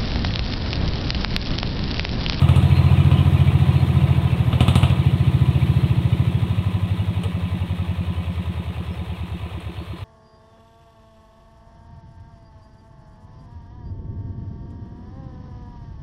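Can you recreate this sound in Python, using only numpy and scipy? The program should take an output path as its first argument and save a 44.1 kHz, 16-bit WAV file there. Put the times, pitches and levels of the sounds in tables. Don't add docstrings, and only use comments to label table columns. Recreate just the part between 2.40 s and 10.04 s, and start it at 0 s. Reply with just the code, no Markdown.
import sys
import numpy as np
from scipy import signal
from scipy.fft import rfft, irfft
from scipy.io import wavfile
from scipy.ndimage import uniform_filter1d

SR = 44100
rng = np.random.default_rng(int(sys.argv[2]) if len(sys.argv) > 2 else 0)


def to_wav(sig):
    pcm = np.clip(np.atleast_2d(sig), -1, 1) * 32767
    pcm = np.round(pcm).astype(np.int16)
    wavfile.write(sys.argv[1], SR, pcm.T)


N = 336924
TIME = np.arange(N) / SR


def engine():
    # (time [s], firing rate [Hz])
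    firing_rate = [(0.0, 14.165), (0.87, 14.595), (1.54, 14.356), (2.05, 13.052), (2.61, 14.131),
                   (3.25, 14.353), (3.76, 13.527), (4.23, 12.376), (4.53, 11.838), (6.58, 9.384),
                   (6.96, 8.814), (7.64, 8.09)]
    speed = curve(firing_rate)
    return speed, np.cumsum(speed) / SR


def effort(db, speed_db, fuel_db, labour_db, lug_hz=10.4, lug_width_hz=2.83):
    # (time [s], fuel [share of full])
    fuel_feed = [(0, 0.82), (.35, 0.65), (.75, 0.77), (1.15, 0.48), (2.05, 0.64), (2.2, 0.98), (2.45, 1),
                 (2.68, 0.12), (7.64, 0.026)]
    speed, _ = engine()
    octaves = np.log2(speed / speed.max())
    labour = np.exp(-((speed - lug_hz) / lug_width_hz) ** 2)
    return from_db(db + speed_db * octaves + fuel_db * curve(fuel_feed) + labour_db * labour)


def stroke(crank, start, rise, uneven_db=1, jitter=0.002):
    cycle = np.floor(crank - start).astype(int) + 2
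    size, late = rng.standard_normal((cycle.max() + 1, 2)).T
    age = np.maximum((crank - start) % 1 - np.abs(jitter * late[cycle]), 0) / rise
    return from_db(uneven_db * size[cycle]) * age ** 2 * np.exp(-age)


def chug(speed, crank, rumble_db=-19):
    # (frequency [Hz], bandwidth [Hz], level [dB])
    crankcase_modes = [(94.2, 62.6, 0.5), (253, 31, -13)]
    silencer_modes = [(104.1, 37.7, 2.5), (210.3, 109, -18), (129, 26.4, -3)]
    boom_mode = [(87.6, 26.7, 0)]
    # (frequency [Hz], spectral level [dB])
    flow_spectrum = [(20, -22), (40, -29), (70, -11.5), (120, -1), (190, -6.5), (280, -9), (450, -19)]
    softness = (speed.max() / speed) ** 1.18
    thump = stroke(crank, start=0.2628, rise=0.01 * softness)
    puff = stroke(crank, start=0.5268, rise=0.0081 * softness, uneven_db=0.4, jitter=0.001)
    boom = levelled(resonate(puff + from_db(-4) * thump, boom_mode))
    boom *= effort(-5, speed_db=-6.5, fuel_db=-4.5, labour_db=11.5)
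    silencer = levelled(levelled(resonate(puff, silencer_modes)) + boom)
    crankcase = levelled(resonate(thump, crankcase_modes))
    crankcase *= effort(-14, speed_db=19, fuel_db=21, labour_db=-2)
    flow = from_db(rumble_db) * noise(flow_spectrum)
    return effort(-11, speed_db=16.5, fuel_db=-2.5, labour_db=0.5) * (crankcase - silencer + flow)


def intake(crank):
    # (frequency [Hz], bandwidth [Hz], level [dB])
    pipe_modes = [(174.7, 21.6, 0.5), (132, 199, -10)]
    box_mode = [(332, 43, 0)]
    gulp = stroke(crank, start=0.8104, rise=0.013)
    pipe = levelled(resonate(gulp, pipe_modes))
    box = levelled(resonate(gulp, box_mode))
    return (effort(-24.5, speed_db=12.5, fuel_db=-2.5, labour_db=6.5) * pipe
            + effort(-32.5, speed_db=1.8, fuel_db=-3, labour_db=-11.5) * box)


def contacts(crank, uneven_db, play_cycles=0.004):
    # (crank angle [cycles], level [dB])
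    timing = [(.04, -0.5), (.13, -0.5), (.25, 2), (0.419, 2), (.47, 0.5), (.54, -2), (.62, 3), (.72, 1.5),
              (.8, -1), (0.879, 1)]
    taps = np.zeros(N)
    for angle, db in timing:
        size, late = np.clip(rng.standard_normal((int(crank[-1]) + 1, 2)), -2, 2).T
        at = np.searchsorted(crank, np.arange(len(size)) + angle + play_cycles * late)
        taps[at[at < N]] += from_db(db + uneven_db * size[at < N])
    return taps


def tapped(crank, modes):
    return levelled(sum(resonate(contacts(crank, uneven_db=4.5), [mode]) for mode in modes))


def clatter(crank, tick_hz=45, throb_db=2.6):
    # (frequency [Hz], bandwidth [Hz], level [dB])
    block_modes = [(420, 60, -2), (550, 80, -2), (660, 70, -1), (745, 60, -1), (860, 80, -3), (1000, 70, 0),
                   (1240, 120, -4)]
    cover_modes = [(1790, 77, -3), (1970, 85, -2.5), (2277, 82, 0), (2484, 62, 1), (2639, 117, 0.5),
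                   (2897, 50, 0), (3333, 74, 0), (3671, 85, 0)]
    # (frequency [Hz], spectral level [dB])
    roar_spectrum = [(150, -9.5), (350, 0.5), (480, -3.5), (720, -11), (880, -7), (1020, -3.5), (1130, -3),
                     (1280, -12.5), (1500, -9.5), (2200, -17)]
    hiss_spectrum = [(1400, -21.5), (1650, -6), (1950, 0), (2250, -0.5), (2700, -1.5), (3150, 0),
                     (3600, -1), (4100, -4.5), (4800, -22.5), (7200, -24), (8800, -15), (10500, -21),
                     (13000, -22), (15500, -23)]
    ticks = rms_one(lowpass(contacts(crank, uneven_db=1) + 1e-18, tick_hz))
    throb = from_db(throb_db * np.cos(2 * np.pi * (crank - 0.27)))
    block = from_db(-4) * tapped(crank, block_modes) + from_db(-6) * throb * noise(roar_spectrum)
    hiss = np.hypot(from_db(-8) * ticks, from_db(-6) * throb) * noise(hiss_spectrum)
    covers = from_db(-5) * tapped(crank, cover_modes)
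    return (effort(-34.5, speed_db=3.5, fuel_db=4, labour_db=0) * block
            + effort(-37, speed_db=5, fuel_db=-0.5, labour_db=-0.3) * (hiss + covers))


def blows(events, gain_db, crack_s, tail_s, tail_db, steel_db, thud_hz, thud_db, thud_s):
    # (frequency [Hz], spectral level [dB])
    crack_spectrum = [(250, 3), (700, 9.5), (1200, 2.5), (1700, -8), (2400, 0), (3000, 5), (3700, 2),
                      (4300, -11), (5200, -30), (7000, -22.5), (8700, -10), (10500, -19), (15500, -34)]
    # (frequency [Hz], bandwidth [Hz], level [dB])
    steel_modes = [(1274, 27, 4.5), (2727, 41, 2), (2920, 30, 3), (3490, 45, 2), (3505, 44, 3),
                   (8160, 250, -16)]
    dense = noise(crack_spectrum)
    treble = highpass(dense, 5500)
    out = np.zeros(N)
    for start, db, treble_db in events:
        span = slice(int(start * SR), int(start * SR) + SR // 3)
        age = TIME[span] - TIME[span][0]
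        decay = np.exp(-age / crack_s) + from_db(tail_db) * np.exp(-age / tail_s)
        crack = decay * (dense[span] + (from_db(treble_db) - 1) * treble[span])
        rings = 0
        for hz, width_hz, mode_db in steel_modes:
            strength = from_db(mode_db + rng.normal(0, 1.9)) * rng.choice([-1, 1])
            rings += strength * np.exp(-np.pi * width_hz * age) * np.sin(2 * np.pi * hz * age)
        thud = -age / thud_s * np.exp(1 - age / thud_s) * np.sin(2 * np.pi * thud_hz * age)
        out[span] += from_db(db + gain_db) * (crack + from_db(steel_db) * rings + from_db(thud_db) * thud)
    return out


def knocks():
    # (time [s], relative level [dB], treble gain [dB])
    firings = [(0.018, -30, -4), (0.088, -27.5, 1.5), (0.159, -30.5, 9), (0.2274, -31, -8),
               (0.3675, -31, -8.5), (0.714, -26.5, -8), (2.129, -26, -15), (2.206, -19, 0.5),
               (2.281, -20.5, 1.5), (2.355, -20.5, 6.5), (2.4306, -21, -8), (2.4997, -33, -14)]
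    return blows(firings, gain_db=-4, crack_s=0.0059, tail_s=0.055, tail_db=-4.5, steel_db=-8.5,
                 thud_hz=214, thud_db=10.5, thud_s=0.0039)


def clanks():
    # (time [s], relative level [dB], treble gain [dB])
    jolts = [(4.835, -26.5, 5), (7.203, -40.5, 8)]
    return blows(jolts, gain_db=-7, crack_s=0.008, tail_s=0.035, tail_db=-6, steel_db=-9,
                 thud_hz=460, thud_db=0, thud_s=0.012)


def whine(crank, meshes_per_cycle=50.2, wobble_rad=0.73):
    wobble = wobble_rad * noise([(4, -11), (40, -8)])
    tone = rms_one(np.sin(2 * np.pi * meshes_per_cycle * crank + wobble))
    return effort(-49, speed_db=10, fuel_db=4.5, labour_db=0.5) * tone


def fittings(speed, clinks_per_s=18, low_hz=2239, high_hz=3106, decay_s=0.015):
    out, age = np.zeros(N + SR), np.arange(SR // 10) / SR
    for when, size, *pitches in rng.random((int(clinks_per_s * N / SR), 4)):
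        at = int(when * N)
        rings = sum(np.sin(2 * np.pi * low_hz * (high_hz / low_hz) ** p * age) for p in pitches)
        strength = from_db(-38 + 2 * min(-np.log(size), 2)) * (speed[at] / speed.max()) ** 2
        out[at:at + len(age)] += strength * rings * np.exp(-age / decay_s)
    return out[:N]


def nearness(crank, start_m=7.27, m_per_cycle=0.053):
    return start_m / (start_m + m_per_cycle * crank)


def trees(x, echo_db=-17, dull_hz=1500):
    # (initial delay [s], drift [s/s])
    paths = [(0.021, -0.021), (0.047, -0.0061), (0.083, -0.012)]
    dull = lowpass(x, dull_hz)
    echoes = sum(np.interp(TIME - lag - drift * TIME, TIME, dull, left=0) for lag, drift in paths)
    return x + from_db(echo_db) * echoes / np.sqrt(3)


def birds(gain_db=-5, waver_hz=85, flutter_db=3):
    # (time [s], duration [s], pitch [Hz], glide [Hz], relative level [dB])
    notes = [(0.254, 0.27, 4125, 9, -40), (1.292, 0.19, 4180, 0, -46), (3.229, 0.35, 4100, 0, -48),
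             (5.9, 0.072, 5330, 0, -61), (6.434, .17, 5300, -2, -59), (7.347, 0.12, 4050, 550, -52),
             (7.48, 0.16, 4160, 5.5, -53), (7.563, 0.077, 4800, 400, -62)]
    waver = waver_hz * noise([(30, -8), (200, -6)])
    flutter = from_db(flutter_db * noise([(10, 21), (60, -18)]))
    out = np.zeros(N)
    for start, length, hz, glide_hz, db in notes:
        span, progress, shape = swell(start, length)
        pitch = hz + glide_hz * progress + waver[span]
        tone = np.sin(2 * np.pi * np.cumsum(pitch) / SR)
        out[span] += from_db(db + gain_db) * shape * flutter[span] * tone
    return out


def insect():
    # (time [s], duration [s], level [dB])
    bursts = [(.24, .2, -61), (.8, 0.22, -61), (1.254, 0.42, -67), (1.998, 0.27, -62), (3.15, 0.38, -63),
              (7.369, 0.22, -73)]
    # (frequency [Hz], bandwidth [Hz], level [dB])
    buzz_band = [(11630, 180, 0)]
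    buzz = rms_one(resonate(rng.standard_normal(N), buzz_band))
    out = np.zeros(N)
    for start, length, db in bursts:
        span, _, shape = swell(start, length)
        out[span] += from_db(db) * shape * buzz[span]
    return out


def swell(start, length):
    span = np.arange(int(start * SR), min(int((start + length) * SR), N))
    progress = np.linspace(0, 1, len(span))
    return span, progress, np.sqrt(np.abs(np.sin(np.pi * progress)))


def resonate(x, modes):
    out = 0
    for hz, width_hz, db in modes:
        low = np.hypot(hz, width_hz / 2) - width_hz / 2
        band = signal.butter(2, [low, low + width_hz], "band", fs=SR, output="sos")
        out += from_db(db) * signal.sosfilt(band, x + 1e-18)
    return out


def noise(spectrum):
    hz, db = np.transpose(spectrum)
    f = np.maximum(np.fft.rfftfreq(N, 1 / SR), 1)
    colour = from_db(np.interp(np.log(f), np.log(hz), db))
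    skirts = np.minimum(f / hz[0], 1) ** 2 * np.minimum(hz[-1] / f, 1) ** 2
    return rms_one(irfft(rfft(rng.standard_normal(N)) * skirts * colour, N))


def lowpass(x, hz):
    return signal.sosfilt(signal.butter(1, hz, fs=SR, output="sos"), x)


def highpass(x, hz):
    return signal.sosfiltfilt(signal.butter(2, hz, "high", fs=SR, output="sos"), x)


def levelled(x):
    power = uniform_filter1d(uniform_filter1d(x ** 2, size=SR // 3), size=SR // 4)
    return x / np.sqrt(power + 1e-20)


def curve(rows):
    return np.interp(TIME, *np.transpose(rows))


def rms_one(x):
    return x / np.sqrt(np.mean(x ** 2) + 1e-20)


def from_db(db):
    return 10 ** (np.asarray(db) / 20)


def scene():
    speed, crank = engine()
    running = chug(speed, crank) + intake(crank) + clatter(crank) + whine(crank) + fittings(speed)
    truck = nearness(crank) * running + knocks() + clanks()
    return (trees(truck) + birds() + insect())[None]


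def record(dry, low_cut_hz=72.3, high_cut_hz=15700):
    _, crank = engine()
    rumble_gain = nearness(crank) * effort(-47, speed_db=3, fuel_db=8, labour_db=-2)
    rumble = rumble_gain * noise([(18, 4), (45, -23), (70, -3)])
    steep_cut = signal.ellip(10, 0.1, 80, high_cut_hz, fs=SR, output="sos")
    return signal.sosfilt(steep_cut, highpass(dry, low_cut_hz) + rumble)


dry = scene()
out = record(dry)
to_wav(out)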